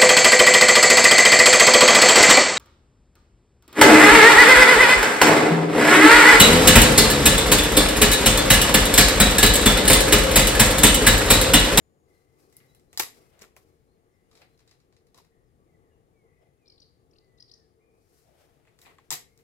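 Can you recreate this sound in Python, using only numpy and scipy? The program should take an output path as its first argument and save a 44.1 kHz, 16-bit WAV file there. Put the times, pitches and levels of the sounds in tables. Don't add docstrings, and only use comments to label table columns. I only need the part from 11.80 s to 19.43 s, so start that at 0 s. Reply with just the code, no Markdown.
import sys
import numpy as np
from scipy import signal
from scipy.fft import rfft, irfft, next_fast_len
from scipy.io import wavfile
from scipy.ndimage import uniform_filter1d, map_coordinates

SR = 44100
rng = np.random.default_rng(int(sys.argv[2]) if len(sys.argv) > 2 else 0)


def to_wav(sig):
    pcm = np.clip(np.atleast_2d(sig), -1, 1) * 32767
    pcm = np.round(pcm).astype(np.int16)
    wavfile.write(sys.argv[1], SR, pcm.T)


def convert_level_to_amplitude(level_db):
    exponent = np.asarray(level_db, float) / 20
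    return 10 ** exponent


N = 336615

# f/Hz, level/dB
LOUDER_LEFT = [(60, 8), (200, 8.5), (400, 4), (8000, 6.5), (15000, -1.5)]
# f/Hz, t60/s
GROVE = [(2000, 0.774), (6000, 0.41)]


def unit(x):
    return x / np.sqrt(np.mean(x ** 2) + 1e-20)


def along(points, hz):
    f, v = np.transpose(points)
    return np.interp(np.log(hz + 1), np.log(f + 1), v)


def wobble(rate):
    knots = rng.standard_normal(int(N * rate / SR) + 4)
    return map_coordinates(knots, [np.arange(N) * rate / SR])


def piece(x, s, like):
    return np.take(x, round(s * SR) + np.arange(len(like)), axis=-1, mode="wrap")


def add(x, sound, s):
    at = round(s * SR)
    x[:, at:at + sound.shape[1]] += sound[:, :N - at]


def filtered(x, response):
    n = x.shape[-1]
    m = next_fast_len(n + 2048)
    return irfft(rfft(x, m) * response(np.fft.rfftfreq(m, 1 / SR)), m)[..., :n]


def resonances(modes):
    def response(f):
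        total = 0
        for k, (hz, width, db) in enumerate(modes):
            damping = 1j * f * width
            total = total + (-1) ** k * convert_level_to_amplitude(db) * damping / (hz * hz - f * f + damping)
        return total
    return response


def pair(spectrum, alike, lag=0.):
    shared, own = rng.standard_normal((2, N))
    alike = np.clip(alike, 0, 1)
    both = np.array([shared, alike * shared + np.sqrt(1 - alike ** 2) * own])
    sides = np.array([[1], [-1]])

    def ports(hz):
        level = convert_level_to_amplitude(along(spectrum, hz) + sides * along(LOUDER_LEFT, hz) / 2)
        return level * np.exp(1j * np.pi * hz * lag * sides)
    both = filtered(both, ports)
    return both / np.std(both.mean(axis=0))


def tail(decays, walls, seconds=.33):
    hz, t, z = signal.stft(rng.standard_normal((2, round(seconds * SR))), SR, nperseg=128)
    lumps_db = walls * rng.standard_normal((2, 1, len(t))) * convert_level_to_amplitude(-60 * t / 0.36)
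    decay_db = -60 * t / along(decays, hz)[:, None]
    answer = signal.istft(z * convert_level_to_amplitude(lumps_db + decay_db), SR, nperseg=128)[1]
    return answer / np.linalg.norm(answer, axis=1, keepdims=True)


def background():
    # t/s, level/dB
    traffic = [(0.0, -71), (0.5, -72.5), (1.19, -67.5), (1.4, -69.5), (2.04, -70.5), (2.32, -73.5),
               (2.78, -70), (3.08, -73), (3.76, -67.5), (4.74, -72.5), (5.27, -71), (5.63, -70),
               (6.03, -73.5), (7.63, -71)]
    fan = [(0, -72), (.5, -70), (1.401, -68.5), (2.0, -72.5), (2.8, -72), (3.76, -73.5), (3.95, -70),
           (4.74, -72.5), (5.63, -72), (6.8, -73.5), (7.219, -70.5), (7.63, -71.5)]
    # f/Hz, level/dB
    rumble = [(12, -36.5), (20, -5.5), (38, -4.5), (64, 1.5), (140, 0.5), (241, -11), (260, -5.5),
              (340, -44), (570, -120)]
    drone = [(120, -47.5), (200, -13), (388, -2), (417, -9.5), (436, 1), (456, -2), (575, -13.5),
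             (707, -13), (861, -15), (950, -23.5), (1180, -15.5), (1600, -39.5), (1700, -25), (2210, -51.5),
             (3740, -120)]
    hiss = [(760, -33), (1300, -3), (2120, -0.5), (2490, -5.5), (5760, -10), (6540, -8), (8540, -10.5),
            (9700, -8), (10600, -12), (15200, -12), (16500, -26)]
    # f/Hz, level/dB, width/Hz
    hum = [(150, -82, 6), (454, -80, 4), (9900, -94, 110)]
    t = np.arange(N) / SR
    rumble_db = np.interp(t, *np.transpose(traffic))
    drone_db = np.interp(t, *np.transpose(fan))
    bed = convert_level_to_amplitude(rumble_db + 1.5 + 0.44 * wobble(2.2)) * pair(rumble, 0.52, lag=0.00048)
    bed = bed + convert_level_to_amplitude(drone_db + 2.0 + 1.4 * wobble(15)) * pair(drone, .85, lag=0.00035)
    even = pair([(20, 0), (20000, 0)], .7)
    for hz, db, width in hum:
        bed = bed + convert_level_to_amplitude(db) * unit(filtered(even, resonances([(hz, width, 0)])))
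    hiss_db = -83
    return bed + convert_level_to_amplitude(hiss_db + 0.67 * wobble(3.6)) * pair(hiss, .1)


def far_birds(notes, warble, direct_db, bend, wet_db=0, sag_db=-10.5):
    out = np.zeros((2, N))
    drift = 1 + warble * wobble(70)
    air = convert_level_to_amplitude(2.5 * wobble(40))
    attack_s, start_db, fade_s = 0.033, -4.5, .015
    for start, length, from_hz, to_hz, db in notes:
        end = start + length
        t = np.arange(max(start - fade_s, 0), end + fade_s, 1 / SR)
        gate = np.interp(t, [start - fade_s, start, end, end + fade_s], [0, 1, 1, 0])
        peak = start + min(attack_s, length / 2)
        breath_db = np.interp(t, [start, peak, end], [start_db, 0, sag_db])
        hz = from_hz + (to_hz - from_hz) * np.linspace(0, 1, len(t)) ** bend
        phase = 2 * np.pi * np.cumsum(hz * piece(drift, t[0], t)) / SR
        note = gate * convert_level_to_amplitude(db + breath_db) * piece(air, t[0], t) * np.sin(phase)
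        add(out, convert_level_to_amplitude(direct_db) * note * np.ones((2, 1)), t[0])
        echo = signal.fftconvolve(note[None], tail(GROVE, walls=3.5), axes=1)
        add(out, convert_level_to_amplitude(wet_db) * convert_level_to_amplitude([[4.5], [.3]]) * echo, t[0])
    return out


def whistling():
    # t/s, length/s, first f/Hz, last f/Hz, peak level/dB
    whistles = [(.275, 0.11, 2034, 2024, -76), (.45, 0.09, 1950, 2110, -77.5), (.56, 0.11, 2400, 2450, -81),
                (.73, 0.15, 2060, 2016, -72), (1.3, 0.24, 2137, 2100, -75), (1.82, 0.18, 2207, 2140, -84.5),
                (2.17, 0.13, 2060, 2070, -83.5), (2.33, 0.075, 2010, 1990, -78),
                (3.52, 0.063, 1870, 1912, -76), (3.86, 0.058, 2197, 2130, -84.5),
                (4.0, 0.2, 2086, 1926, -83), (4.45, 0.21, 2016, 2070, -77), (4.48, 0.28, 2470, 2600, -88),
                (4.5, 0.18, 2260, 2085, -87), (4.88, 0.072, 2307, 2200, -87.5),
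                (5.985, 0.061, 2030, 2440, -76.5), (6.08, 0.13, 2294, 2520, -82.5),
                (7.4, 0.23, 2206, 2080, -74.5)]
    pipes = [
        (1.879, 0.053, 4100, 4010, -84),
        (2.08, 0.05, 4320, 4300, -84),
    ]
    clear = [(1.4, 0.13, 2524, 2570, -84), (2.44, .035, 2850, 2830, -87), (2.712, .04, 4070, 4050, -82),
             (2.84, .05, 1930, 1950, -85), (3.93, .04, 2040, 1980, -78), (4.115, .03, 2900, 2860, -82),
             (4.135, .04, 2680, 2640, -87), (4.1, .03, 1760, 1700, -86), (4.345, .08, 2350, 2170, -78),
             (4.43, .05, 2200, 1900, -80), (4.8, .12, 2620, 2200, -78), (.88, .065, 4010, 3960, -76),
             (.345, .03, 4200, 4080, -81), (.4, .03, 4050, 4150, -84), (.64, .03, 4200, 4250, -85),
             (1.085, .04, 3990, 4000, -80), (5.41, 0.23, 2047, 1917, -76.5), (5.71, .15, 1960, 1698, -80)]
    peeps = [
        (.001, .3, 7000, 6600, -86),
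        (2.325, .04, 5700, 5000, -85),
        (3.01, .03, 5600, 5000, -90),
        (3.635, .05, 5650, 4850, -87),
        (4.618, .012, 5650, 4700, -85),
        (4.635, .012, 3320, 3280, -87),
    ]
    birds = far_birds(whistles + pipes, warble=.036, direct_db=-6, bend=.8)
    birds = birds + far_birds(clear, warble=0.016, direct_db=1, bend=0.95, wet_db=-7, sag_db=-3)
    return birds + far_birds(peeps, warble=.015, direct_db=0, bend=1, wet_db=-7, sag_db=-3)


def aside(x):
    late = 16
    return np.array([np.pad(x[0], (0, late)), np.pad(x[1], (late, 0))])


def sparrow():
    # t/s, peak level/dB, middle f/Hz
    syllables = [(4.853, -74, 5560), (4.859, -62, 4330), (4.868, -60.5, 4310), (4.879, -51, 5220),
                 (4.9, -49.5, 4610), (4.921, -52, 4770), (4.9444, -60, 4670), (4.9797, -56, 4090),
                 (5.0006, -52.5, 5280), (5.0189, -51, 4600), (5.027, -49.5, 4660), (5.3105, -67.5, 5370),
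                 (5.335, -62.5, 4840), (5.3619, -62.5, 4620), (5.385, -57, 4460), (5.577, -67, 5500),
                 (5.5837, -60, 4200), (5.5985, -58.5, 4940), (5.604, -45, 5070), (5.632, -64, 5200),
                 (5.6239, -45.5, 5010), (5.681, -60, 4710), (5.69, -62, 5200), (5.696, -54, 4500),
                 (5.7133, -48.5, 4880), (5.718, -48, 5210), (5.7374, -48, 5060)]
    low_voice = [
        (5.3128, -79.5, 3220),
        (5.3307, -74, 2670),
        (5.3558, -68.5, 2790),
    ]
    sweeps = [(*row, 0.49) for row in syllables] + [(*row, 0.27) for row in low_voice]
    out = np.zeros((2, N))
    u = np.linspace(0, 1, round(.0085 * SR))
    for s, db, hz, octaves in sweeps:
        rough = rng.standard_normal((2, len(u)))
        rasp = unit(uniform_filter1d(uniform_filter1d(rough, size=30), size=30))
        pitch = hz * 2 ** (octaves * (u ** 0.876 - .6) + 0.081 * rasp[1])
        phase = 2 * np.pi * np.cumsum(pitch) / SR
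        voices = np.sin(phase) + convert_level_to_amplitude(-28.0 + 3.4 * rasp[0]) * np.sin(2 * phase)
        voices = voices + convert_level_to_amplitude(-22.0) * np.sin(.68 * phase)
        chirp = convert_level_to_amplitude(db - 2.5) * np.sin(np.pi * u) ** .9 * voices
        add(out, aside(chirp * convert_level_to_amplitude([[3.5], [-4.5]] + 3.5 * rasp)), s - .002)
        for late, left, right in rng.random((3, 3)):
            twig_db = -4 - 9.5 * np.array([[left], [right + 0.45]])
            add(out, aside(chirp * convert_level_to_amplitude(twig_db)), s - .001 + 0.005 * late)
        add(out, chirp * convert_level_to_amplitude(-17 + 4 * rasp[::-1]), s + .058)
        trees = signal.fftconvolve(chirp[None], tail(GROVE, walls=4), axes=1)
        add(out, convert_level_to_amplitude([[-3.2], [-6.5]]) * trees, s + 0.01)
    return out


def rubbing():
    # peak t/s, rise/s, fall/s, level/dB, brightness/dB
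    strokes = [ (.324, 0.12, 0.42, -79, 3.5), (.606, 0.1, 0.67, -77.5, 6.5),
               (0.769, 0.006, 0.039, -65.5, 10), (.85, 0.1, 0.36, -75, 1.5), (1.121, 0.066, .05, -83, 7),
               (1.348, 0.047, 0.27, -66.5, 2.5), (1.531, 0.038, 0.35, -67, -10),
               (1.635, 0.058, 0.032, -56, -8), (1.772, 0.016, 0.04, -63.5, 2.5),
               (1.81, 0.052, 0.35, -79, 5), (2.56, .09, 0.35, -72, -1), (2.63, 0.11, 0.064, -65.5, -18),
               (2.9, .5, 0.36, -78, -5), (3.386, 0.042, 0.029, -61, -3.5), (3.431, .05, 0.18, -79, -6.5),
               (4.629, 0.059, 0.12, -78, -31.5), (6.38, 0.26, 0.23, -75.5, 8),
               (6.479, 0.079, 0.54, -78.5, -34.5), (6.62, 0.23, 0.25, -69, -2),
               (6.862, 0.32, 0.26, -77, -11.5), (6.99, 0.0087, 0.2, -74, 7),
               (7.066, 0.17, 0.33, -66.5, -7.5), (7.24, .2, 0.29, -81.5, 3), (7.519, 0.095, 0.58, -80.5, 5)]
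    # f/Hz, level/dB
    cloth_hiss = [(1760, -53.5), (3000, -50), (3860, -5.5), (5180, -0.5), (6440, -4.5), (13200, -4.5),
                  (16000, -11)]
    cloth_body = [(300, -29), (700, -3.5), (1500, -2.5), (3500, -7.5), (6000, -22.5)]
    cloth_low = [(300, -22.5), (520, 2), (700, 2.5), (950, -12), (1500, -35.5)]
    grain = convert_level_to_amplitude(1.7 * wobble(60) + 0.61 * wobble(540))
    layers = [unit(grain * pair(colour, 0.094)) for colour in (cloth_hiss, cloth_body, cloth_low)]
    s, rise, fall, db, bright_db = np.transpose(strokes)[..., None]
    t = np.arange(0, N / SR, .001)
    drop_db = 20
    shapes = convert_level_to_amplitude(db - drop_db * np.maximum((s - t) / rise, (t - s) / fall))
    low_db = -7.5 - 0.61 * bright_db
    shares = convert_level_to_amplitude(np.hstack([bright_db, 0 * db, low_db]))
    levels = np.sqrt(shares.T ** 2 @ shapes ** 2)
    return sum(np.interp(np.arange(N) / SR, t, level) * layer for level, layer in zip(levels, layers))


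def thuds():
    # t/s,
    # peak level/dB, f/Hz
    pushes = [(0.773, -58.5, 120.5), (1.2, -57, 220), (1.203, -56, 125), (1.615, -55.5, 208),
              (2.6, -64, 133), (3.379, -62.5, 94), (6.857, -71, 127.7), (7.322, -45, 144),
              (1.197, -38, 380), (1.766, -53.5, 417), (1.767, -54.5, 600)]
    knocks = [(1.197, -25, 866), (1.206, -42, 540), (1.62, -48.5, 403), (2.526, -63, 1200),
              (3.35, -59.5, 900), (3.368, -56, 1040), (3.384, -51, 1060), (3.4, -55, 950), (4.62, -62, 640),
              (4.64, -65, 680), (7.07, -60, 800), (7.112, -54, 1040), (7.12, -58, 1300), (7.187, -46, 1065),
              (7.19, -55, 1850), (7.194, -56, 837), (7.314, -28.5, 932)]
    pings = [(.726, -61, 5250), (.77, -62, 4800), (0.802, -61, 2900), (1.591, -58, 8200), (1.62, -42, 5400),
             (1.623, -37, 5530), (1.638, -53, 1290), (1.642, -51, 1700), (1.648, -52, 1400),
             (1.769, -51, 1140), (2.553, -64, 2440), (2.563, -65, 5400), (2.576, -61, 3900),
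             (2.777, -67.5, 5200), (2.787, -68, 5100), (2.876, -58, 5200), (2.895, -64, 5300),
             (6.874, -59.5, 2180), (6.88, -59, 2600), (7.018, -47, 3850), (7.025, -58, 5300),
             (7.049, -57, 2400), (7.06, -51, 2430), (7.061, -49, 3800), (7.078, -57, 3900),
             (7.325, -29, 4600)]
    out, t = np.zeros((2, N)), np.arange(SR // 4) / SR
    for s, db, hz in pushes + knocks + pings:
        ring = np.sin(2 * np.pi * hz * t) * convert_level_to_amplitude(-60 * t * hz / 26) * (1 - np.exp(-t * hz / 0.54))
        lean_db = along(LOUDER_LEFT, hz) - 3.5
        add(out, convert_level_to_amplitude(db + 0.5 + lean_db * np.array([[.5], [-.5]])) * ring, s)
    return out


def contacts(table, metal, ring, ring_db, chatter, wet_db):
    # f/Hz, width/Hz, level/dB
    edge = [(10670, 2800, -0.1), (13000, 3000, 1), (14100, 360, -4.5), (15300, 1500, -6)]
    barrel = [(1915, 440, 1.5), (2600, 630, 1), (3430, 1100, -6), (4600, 900, -8), (1400, 400, -9.5)]
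    stock = [(417, 210, -12), (720, 30, -3.5), (865, 210, -9.5), (1140, 170, -5.5)]
    # f/Hz, t60/s
    yard = [(300, 0.4), (1000, 0.22), (2000, 0.29), (6000, 0.24), (12000, 0.23), (15500, 0.13)]
    grit, grit_db, bite_s = 10, 3.5, .0002
    out, t = np.zeros((2, N)), np.arange(SR // 16) / SR
    for s, db, edge_db, barrel_db, stock_db, echo_db in table:
        shared, left, right = rng.standard_normal((3, len(t)))
        blows = np.r_[1, 1, rng.standard_normal(len(t))]
        blows = np.repeat(blows, grit)[:len(t)]
        envelope = convert_level_to_amplitude(grit_db * blows) * np.exp(-(t / chatter) ** 2) * (1 - np.exp(-t / bite_s))
        force = (shared + 0.48 * np.array([left, right])) * envelope
        blow = (t == 0) * np.linalg.norm(force[0])
        rung = []
        for hz, width, mode_db in ring:
            detune, scatter = rng.standard_normal(2)
            rung.append((hz * (1 + .025 * detune), width, mode_db + 5 * scatter))
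        parts = ((metal, 0), (rung, ring_db), (edge, edge_db), (barrel, barrel_db), (stock, stock_db))
        hit = 0
        for modes, part_db in parts:
            part = filtered(np.vstack([force, blow]), resonances(modes))
            hit = hit + convert_level_to_amplitude(db + part_db) * part / np.abs(part[:2].mean(axis=0)).max()
        late = 5
        direct = convert_level_to_amplitude([[4.5], [2.5]]) * np.array([hit[0], np.roll(hit[1], late)])
        add(out, direct, s)
        add(out, direct * convert_level_to_amplitude([[-12], [-14]]), s + 0.0058)
        walls, seconds = (6, .33) if db > -45 else (3, .18)
        echo = signal.fftconvolve(hit[2:], tail(yard, walls, seconds), axes=1)
        add(out, convert_level_to_amplitude(wet_db + echo_db) * convert_level_to_amplitude([[1.5], [-1.2]]) * echo, s + 0.0028)
    return out


def pellet_tin():
    # t/s, peak level/dB, edge level/dB, weight level/dB, wood over weight level/dB
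    tin = [(2.5127, -60.5, -13, -6, -1), (2.529, -67, -15, 0, -3), (2.5518, -57, -19, -2, -14),
           (2.574, -59.5, -19, 0.5, -7), (2.617, -58, -11, 5, -8.5), (2.775, -66.5, -13, -8.5, -11),
           (2.791, -63, -15.5, -4.5, -5), (2.803, -70, -15, 4, -6.5), (2.8758, -57, -28, -8.5, -14),
           (2.893, -61, -22, -6, -6), (2.911, -54.5, -14.5, -6, -6.5), (3.001, -66, -21, -4.5, -7.5),
           (3.1247, -66, -18, 1, -5.5), (3.1648, -62.5, -28.5, -2.5, -16), (3.268, -65.5, -8, -4.5, -5.5),
           (3.3442, -54, -8, -10, 5), (3.364, -69, -5, -9, -2), (3.376, -56.5, -3, -5, -0.5),
           (3.3828, -61, -11, -3.5, 6), (3.4463, -67, -4, -0.5, -1.5)]
    # f/Hz, width/Hz, level/dB
    lid = [(3900, 640, 1), (5120, 740, 6.5), (7160, 2800, -2)]
    tin_ring = [(3900, 160, 4.5), (4500, 110, -10), (5200, 160, -4), (6050, 110, -5), (6850, 130, -3.5),
                (11500, 70, -10.5), (13200, 70, -7)]
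    echo_db = -4
    touches = [(s, db, edge, weight, weight + wood, echo_db) for s, db, edge, weight, wood in tin]
    return contacts(touches, lid, tin_ring, -13, chatter=0.0038, wet_db=7.0)


def rifle():
    # t/s, peak level/dB, edge level/dB, weight level/dB, echo level/dB
    clacks = [(0.726, -55.5, -5, -8, -5.5), (0.767, -56, 19, -12, -14), (0.802, -69, -12, 9.5, -5),
              (0.948, -56.5, 0, -7, -6), (0.9962, -62, -11, -5, -11), (1.1294, -49, -6, -0.5, -5.5),
              (1.1744, -17, -9, -15, -14), (1.18, -30, -2, -14.5, -5.5), (1.1944, -37, 7, -16, -17.5),
              (1.1964, -18.5, 1, -13.5, -6.5), (1.198, -17.5, -8, -5.5, -8), (1.1998, -28, -6, 5, -17),
              (1.2024, -25.5, -11, -3, -9.5), (1.2063, -34, -6, -4, -15), (1.5918, -48.5, -19, -15, -9.5),
              (1.601, -66, -15, 7, -16), (1.6135, -45.5, -8, -22, -14), (1.6172, -44.5, -8, -3.5, -2),
              (1.6195, -44, -2, -4, -14), (1.6222, -53, -6, -2, -16.5), (1.637, -65, -7, 7, -15),
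              (1.64, -57.5, -8, 11, -19), (1.647, -64, -3, 6, -6), (1.765, -50, 1, 4.5, -10.5),
              (6.8518, -72, -16, 10.5, -9), (6.8732, -66.5, -21, 7.5, -2.5), (6.989, -51, -11, -5.5, -7.5),
              (7.0155, -48.5, -3, -11.5, -2), (7.023, -64.5, -7.5, 6, 1), (7.035, -68, -6, 3, -8),
              (7.05, -67.5, -9, 12.5, 1.5), (7.0598, -68, -5, 12, 4), (7.079, -70, -7, 11.5, -6),
              (7.088, -71, -14, 10.5, 3), (7.154, -72, -8, 5, -6), (7.184, -60, -24, 10.5, -10),
              (7.3057, -19, -16, -23.5, -12.5), (7.3052, -20, -15, -14.5, -7), (7.3137, -31, -1, -4, 1.5),
              (7.326, -27.5, 2, -9, -1.5), (7.576, -53.5, -13, -14, -15), (7.5895, -59, -26, -3, -4.5)]
    # f/Hz, width/Hz, level/dB
    latch = [(4620, 1700, -4), (7440, 1300, -1.3), (8800, 1100, -10)]
    breech = [(3990, 90, -2.5), (5170, 110, 3), (5070, 120, -6.5), (6250, 100, -3.5), (7150, 41, -4),
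              (7665, 95, -2), (8300, 110, -4.5), (11450, 110, -3.5), (13050, 100, -5.5), (13000, 730, -4.5)]
    stock_db = -10
    steel = [(s, db, edge, weight, weight + stock_db, echo) for s, db, edge, weight, echo in clacks]
    return contacts(steel, latch, breech, -9.5, chatter=.0017, wet_db=8.5)


def scene():
    birds = whistling() + sparrow()
    return background() + birds + rubbing() + thuds() + pellet_tin() + rifle()


def top_cut(x):
    return signal.sosfilt(signal.butter(12, 16790, fs=SR, output="sos"), x)


def record(dry):
    top_hz = 15950
    mix = filtered(dry, lambda hz: 1 / (1 + (hz / top_hz) ** 90))
    return top_cut(mix)


dry = scene()
out = record(dry)
to_wav(out)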